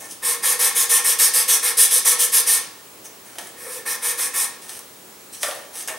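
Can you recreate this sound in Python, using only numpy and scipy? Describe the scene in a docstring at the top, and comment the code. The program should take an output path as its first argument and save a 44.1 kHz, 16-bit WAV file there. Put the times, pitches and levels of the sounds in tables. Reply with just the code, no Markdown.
"""A light scuff over room hum, then a sanding block rubs to and fro on the nose of a balsa glider.
The place is a small bare room. Clumped grit clicks make the bright hiss and set the thin sheets ringing;
in the pauses hands and parts scuff (softer grit) and tap (noise bursts into wood resonances).
Steady noise, a low mains tone and a very high whistle lie underneath; a wide echo surrounds the bench."""
import sys
import numpy as np
from scipy import signal
from scipy.io import wavfile
from scipy.ndimage import uniform_filter1d

SR = 44100
rng = np.random.default_rng(int(sys.argv[2]) if len(sys.argv) > 2 else 0)


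def to_wav(s):
    """Save 16-bit WAV."""
    ch = np.atleast_2d(s).T  # columns
    pcm = np.round(np.clip(ch, -1, 1) * 32767)  # PCM
    wavfile.write(sys.argv[1], SR, pcm.astype(np.int16))


N = 263718

# Bright hiss of grit on wood. Each row: frequency in Hz, relative spectral level in dB.
GRIT_HISS = [(120, -44), (1300, -30), (2300, -19), (2800, -13.5), (3500, -9.5), (4600, -12), (5200, -7),
             (6100, -6), (7200, -9), (8200, -3), (8900, 1.5), (10500, -1.5), (12500, -5.5), (13500, -9),
             (14300, -10), (15200, -12.5), (15800, -18)]
# Balsa sheets held in the hand, lowest mode first.
# Each row: frequency in Hz, width of one filter pass in Hz, relative level in dB.
SHEET_MODES = [(484, 65, -4), (795, 50, -11), (850, 60, -14), (915, 60, -11), (1040, 70, -10),
               (1105, 60, -3), (1288, 50, -7), (1357, 50, -8), (1405, 40, -11), (1630, 60, -6),
               (1700, 60, -5), (1775, 70, -1.5), (1840, 80, 1.5), (2095, 100, -9), (2208, 90, -3),
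               (2295, 70, -10), (2440, 130, -8), (2580, 100, -9)]


def gain_of(db):
    """Decibels to amplitude."""
    return 10 ** (np.asarray(db) / 20)


def evened(x):
    """Scales to rms 1."""
    return x / np.sqrt(np.mean(x ** 2) + 1e-20)


def read(points, hz):
    """Reads a curve of (Hz, value) points on a log-frequency axis."""
    f, value = np.transpose(points)
    return np.interp(np.log(hz + 1), np.log(f + 1), value)


def coloured(x, points):
    """Causal, minimum-phase filter with the given spectrum, scaled to keep the level of white input."""
    hz = abs(np.fft.fftfreq(4096, 1 / SR))
    log_gain = np.log(gain_of(np.maximum(read(points, hz), -100)))
    response = np.exp(np.conj(signal.hilbert(log_gain)))
    impulse = np.fft.ifft(response).real[:2048]
    return signal.oaconvolve(x, impulse / np.linalg.norm(impulse), axes=-1)[:len(x)]


def rung(x, modes):
    """Sum of fixed resonances, each applied twice for dark valleys; neighbours swing in opposite sense."""
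    out = np.zeros(len(x))
    for k, (hz, width, db) in enumerate(modes):
        b, a = signal.iirpeak(hz, hz / max(width, 5), SR)
        once = signal.lfilter(b, a, x)
        out += (-1) ** k * gain_of(db) * signal.lfilter(b, a, once)
    return out


def grains(per_s, spread_db, clump_db):
    """Grit particles catching fibres: dense clicks of uneven size that come in short clumps."""
    sign = rng.choice([-1., 1.], N)
    size = gain_of(spread_db * np.minimum(rng.exponential(1, N), 3.5)) * sign
    drift = uniform_filter1d(rng.standard_normal(N), 70)
    clumps = evened(uniform_filter1d(drift, 70))
    catches = rng.random(N) < per_s / SR
    return evened(size * catches * gain_of(clump_db * clumps))


def shuffled(grit):
    """The same clicks with newly drawn signs, so that layers sharing their timing stay unrelated in phase."""
    return grit * rng.choice([-1., 1.], N)


def patchy(x, patchy_db):
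    """The contact shifts, so parts of the spectrum swell and sink."""
    z = signal.stft(x, nperseg=256)[2]
    across_hz = uniform_filter1d(rng.standard_normal(z.shape), 4, 0)
    patches = evened(uniform_filter1d(across_hz, 24, 1))
    return evened(signal.istft(z * gain_of(patchy_db * patches), nperseg=256)[1][:N])


def ringing(grit, gain, modes):
    """Grit under a gain curve drives modes, scaled to about rms 1 at gain 1."""
    return rung(shuffled(grit) * gain, modes) / np.std(rung(grit, modes))


def hum():
    """Steady air and electronics noise with slight patches, plus a mains tone, its octave and a whistle."""
    # Steady tones. Each row: frequency in Hz, rms level in dB ahead of the microphone.
    tone_rows = [(60, -74), (120, -73), (15735, -53.5)]
    # Stereo likeness of the noise. Each row: frequency in Hz, left-right likeness from 0 to 1.
    likeness = [(60, .99), (150, .98), (380, .8), (950, .24), (2380, .18), (5980, .47), (11000, .9),
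                (15000, .99)]
    # Room and electronics noise. Each row: frequency in Hz, relative spectral level in dB.
    air = [(18, -40), (30, -19), (60, -14), (100, -11), (160, -6), (250, -2), (400, 0), (630, -5),
           (1000, -4.5), (2000, -9), (4000, -11), (6300, -11), (9000, -9.5), (13000, -14), (15800, -15)]
    air_db, patch_db = -43.7, 0.77

    frames, hz = N // 256 + 5, np.fft.rfftfreq(1024, 1 / SR)
    a, b, c, d, patches = rng.standard_normal((frames, 513, 5)).T
    patches = evened(uniform_filter1d(uniform_filter1d(patches, 12, 0), 14, 1))
    same = np.clip(read(likeness, hz), -1, 1)[:, None]
    left = a + 1j * b
    right = same * left + np.sqrt(1 - same ** 2) * (c + 1j * d)
    z = np.array([left, right]) * gain_of(read(air, hz)[:, None] + patch_db * patches)
    noise = evened(signal.istft(z, nperseg=1024, noverlap=768)[1][:, :N])

    t, tones = np.arange(N) / SR, np.zeros(N)
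    for f, db in tone_rows:
        tones += np.sqrt(2) * gain_of(db) * np.sin(2 * np.pi * (f * t + rng.random()))
    return gain_of(air_db) * noise + tones


def brushes():
    """Each scuff rises, holds and dies away; hiss and rustle share the shape."""
    # Light scuffs of fingers, block and parts. Each row: start, rise, hold and fade in seconds,
    # relative hiss in dB, relative low rustle in dB.
    scuff_rows = [(0.0, 0.0029, 0.051, 0.063, -40, -49), (0.076, 0.036, .008, 0.055, -36.5, -63),
                  (3.031, .02, 0.022, 0.02, -41.5, -54.5), (3.241, 0.014, 0.027, 0.3, -49, -57.5),
                  (3.378, 0.0078, .003, .025, -35, -42.5), (3.4, .01, .075, .035, -47.5, -56.5),
                  (4.61, .012, .012, 0.12, -42.5, -57), (4.64, 0.062, 0.072, 0.018, -39, -52.5),
                  (5.315, 0.019, .016, 0.069, -36, -55), (5.386, 0.036, .006, 0.044, -32.5, -48),
                  (5.425, .006, .008, 0.16, -29.5, -37.5), (5.706, 0.053, 0.058, .04, -34, -49),
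                  (5.873, .003, .016, .05, -30, -40), (5.888, .012, .04, .06, -48, -46)]
    fade_db = -20  # lost in one fade time
    t, gains = np.arange(N) / SR, np.zeros((2, N))
    for start, rise, hold, fade, hiss_db, rustle_db in scuff_rows:
        onset = np.clip((t - start) / max(rise, .001), 0, 1) ** 2
        fades_passed = np.maximum(t - start - rise - hold, 0) / max(fade, .005)
        gains += gain_of([[hiss_db], [rustle_db]]) * onset * gain_of(fade_db * fades_passed)
    return gains


def scuffs():
    """Sparser, lighter friction; the sheets ring a little here too."""
    # Low rustle. Each row: frequency in Hz, relative spectral level in dB.
    rustle_spectrum = [(150, -35), (410, -10), (700, 1.5), (941, 0), (1090, -15), (1220, -5), (1850, -7),
                       (2370, -16), (5000, -30.5), (6500, -22), (11000, -120)]
    # Scuff hiss. Each row: frequency in Hz, relative spectral level in dB.
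    hiss_spectrum = [(1760, -28), (3000, -5.5), (3440, -6), (4600, -8.5), (4800, -8), (6150, -0.5),
                     (7200, -7), (8160, -1), (9830, 1), (15600, -16)]
    hiss_gain, body_gain = brushes()
    grit = grains(per_s=6000, spread_db=3.6, clump_db=0.43)
    rustle = body_gain * patchy(coloured(shuffled(grit), rustle_spectrum), 4.8)
    hiss = hiss_gain * patchy(coloured(grit, hiss_spectrum), 2.9)
    return hiss + rustle + gain_of(1.5) * ringing(grit, body_gain, SHEET_MODES)


def taps():
    """A gritty tick of a few ms, and the wood ringing and rattling under it."""
    # Taps of wood on block or bench. Each row: start in seconds, relative tick level in dB,
    # duller part of the tick over it in dB, drive of the knock's body over the tick in dB.
    tap_rows = [(3.3548, -36.5, -2, -14), (3.3847, -24.5, 0.5, -20), (3.4144, -33, -11, -14),
                (3.4715, -29.5, -29, -39), (4.6937, -25.5, -3.5, -25.5), (4.7915, -24, -27, -19.5),
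                (5.4311, -13.5, 2.5, -10), (5.4444, -24, -19, -4.5), (5.4844, -22.5, -13.5, -1.5),
                (5.5114, -26.5, 3, -1.5), (5.5494, -28, -15, -15), (5.5894, -42, -9, -7),
                (5.8262, -23, -19, -27), (5.8754, -23.5, -17, -20), (5.8844, -19.5, 2, -25)]
    # Knocked wood. Each row: frequency in Hz, width of one filter pass in Hz, relative level in dB.
    knock_modes = [(550, 110, 5.5), (620, 74, 4), (723, 97, 5.5), (845, 110, -5), (1020, 130, -4),
                   (1170, 83, 5.5), (1296, 120, -4), (1383, 150, 3), (1830, 90, -14.5), (2410, 79, -17)]
    t, tick, blow = np.arange(1500) / SR, np.zeros(N + 1500), np.zeros(N + 1500)
    # a sharp decay with a longer, weaker one under it
    snap = 0.47 * (np.exp(-t / 0.0018) + 0.36 * np.exp(-t / 0.012))
    push = 10.5 * (np.exp(-t / 0.00089) + 0.2 * np.exp(-t / .015))
    dull_band = signal.butter(2, [1300, 4200], "band", fs=SR)
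    for start, tick_db, dull_db, body_db in tap_rows:
        bright, dull, low = rng.standard_normal((3, len(t)))
        dull = evened(signal.lfilter(*dull_band, dull))
        first = round(start * SR)
        at = slice(first, first + len(t))
        tick[at] += gain_of(tick_db) * (coloured(bright, GRIT_HISS) + gain_of(dull_db) * dull) * snap
        blow[at] += gain_of(tick_db + body_db) * low * push
    return (tick + rung(blow, knock_modes))[:N]


def arches():
    """Block speed is a skewed, flat-topped arch; hiss follows it closely, the wood less so."""
    # Strokes of the block. Each row: start in seconds, length in seconds, share of the length at top
    # speed from 0 to 1, then relative levels in dB of grit hiss, sheet ringing and lowest mode.
    strokes = [(.216, .16, .45, -21, -34.5, -45.5), (0.421, 0.15, 0.39, -18, -32.5, -41.5),
               (.587, .14, 0.34, -16.5, -31, -44.5), (0.743, .13, 0.42, -17, -33.5, -47),
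               (0.89, .136, .33, -15, -31, -43), (1.037, .128, 0.39, -16, -33.5, -47),
               (1.182, .132, 0.34, -13.5, -31.5, -46), (1.331, 0.13, 0.3, -16, -33.5, -46),
               (1.475, 0.12, 0.36, -14, -32, -44), (1.622, 0.12, .33, -19, -32, -42),
               (1.767, 0.12, .38, -12, -33, -47), (1.903, 0.12, 0.36, -16.5, -35.5, -45),
               (2.045, 0.12, 0.34, -14, -31, -41), (2.184, 0.1, 0.38, -15.5, -36, -44),
               (2.316, 0.12, .4, -14.5, -33, -45), (2.462, 0.15, .33, -16, -33.5, -47.5),
               (3.54, .16, .6, -39, -49, -50), (3.64, .18, .6, -33, -45, -45),
               (3.852, 0.13, 0.38, -24.5, -35, -48.5), (4.012, .139, 0.44, -22, -35, -48),
               (4.171, .138, 0.36, -22.5, -36, -48), (4.327, .16, 0.42, -21.5, -35.5, -51)]
    cruise = 1.3  # how far the arm levels off the top of the arch
    hiss_law, ring_law, lowest_law = 1.9, .7, .4  # each gain is the block's speed to this power
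    # the turn of direction jolts the lowest mode, and the higher ones by a share of it
    peak_jolt_db, jolt_s, jolt_share = 4.5, .018, .4
    grip_db, grip_s = 1.1, .025  # the grip on the sheets wavers by chance

    gains = np.zeros((3, N))
    for start, length, top, hiss_db, ring_db, lowest_db in strokes:
        t = np.arange(0, length, 1 / SR)
        skew = np.log(.5) / np.log(np.clip(top, .1, .9))  # puts the peak at the share "top"
        arch = abs(np.sin(np.pi * (t / length) ** skew))
        speed = np.tanh(cruise * arch) / np.tanh(cruise)
        jolt_db = peak_jolt_db * np.exp(-(t / jolt_s - 1) ** 2)
        first = round(start * SR)
        gains[:, first:first + len(t)] += [
            gain_of(hiss_db) * speed ** hiss_law,
            gain_of(ring_db + jolt_share * jolt_db) * speed ** ring_law,
            gain_of(lowest_db + jolt_db) * speed ** lowest_law]
    grip = evened(uniform_filter1d(rng.standard_normal((2, N)), round(grip_s * SR)))
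    return gains * np.vstack([np.ones(N), gain_of(grip_db * grip)])


def sanding():
    """The same grit clicks radiate as hiss and drive the sheets; the grip frees or damps the modes."""
    # Ringing between the modes. Each row: frequency in Hz, relative spectral level in dB.
    wash_spectrum = [(150, -38), (300, -22.5), (600, -15), (1000, 0.5), (1500, -5), (2000, -3), (3000, -24),
                     (4000, -28), (6600, -69)]
    hiss_gain, body_gain, lowest_gain = arches()
    grit = grains(per_s=12000, spread_db=1.4, clump_db=0.77)
    wash = gain_of(-7.5) * coloured(shuffled(grit) * body_gain, wash_spectrum)
    higher = ringing(grit, body_gain, SHEET_MODES[1:])
    lowest = ringing(grit, lowest_gain, SHEET_MODES[:1])
    hiss = hiss_gain * patchy(coloured(grit, GRIT_HISS), 1.7)
    return hiss + higher + lowest + wash


def room(x, turns=2.6):
    """Sparse echoes of random sign, each band dying at its own speed; a side tail parts left from right.
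    The sound passes smoothly in turn through three such echoes, so no single echo colours it throughout."""
    # Decay of the room. Each row: frequency in Hz, time to fall by 60 dB in seconds.
    decay = [(200, 1), (1000, 0.59), (4000, 0.57), (9000, 0.31), (15000, 0.2)]
    # Width of the echo. Each row: frequency in Hz, side level relative to mid in dB.
    side_width = [(100, -70), (500, -7), (2000, -8), (8000, -5.5), (11000, -10), (13000, -59)]
    out = np.zeros((2, N))  # mid, side
    for k in range(3):
        hits = np.zeros((2, SR))
        # one hit at a random place in every 20 samples
        at = np.arange(200, SR - 20, 20) + rng.integers(0, 20, (2, (SR - 201) // 20))
        np.put_along_axis(hits, at, rng.choice([-1., 1.], at.shape), 1)
        hz, t, z = signal.stft(hits, SR, nperseg=256)
        z *= gain_of(-60 * t / read(decay, hz)[:, None])
        z[1] *= gain_of(read(side_width, hz))[:, None]
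        tail = signal.istft(z, SR, nperseg=256)[1]
        tail /= np.linalg.norm(tail[0])
        # the squares of the three shares always sum to 1
        share = np.sqrt(2 / 3) * np.cos(np.pi * (turns * np.arange(N) / SR + k / 3))
        out += signal.fftconvolve((share * x)[None], tail, axes=1)[:, :N]
    mid, side = out
    return np.array([mid + side, mid - side])


def scene():
    """Bench sounds at the centre, their echo, and the hum."""
    bench = scuffs() + taps() + sanding()
    direct_db, room_db = 1.18, -5
    return gain_of(direct_db) * bench + gain_of(room_db) * room(bench) + hum()


def record(dry):
    """A microphone that rolls off the deepest bass and rounds the highest peaks, then the band limit."""
    edge_hz = 15790
    thin = signal.lfilter(*signal.butter(2, 45, "high", fs=SR), dry)
    rounded = 1.3 * np.tanh(thin / 1.3)
    band_limit = signal.firwin(1535, edge_hz, window=("kaiser", 8), fs=SR)
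    return signal.oaconvolve(rounded, band_limit[None], "same")


dry = scene()
out = record(dry)
to_wav(out)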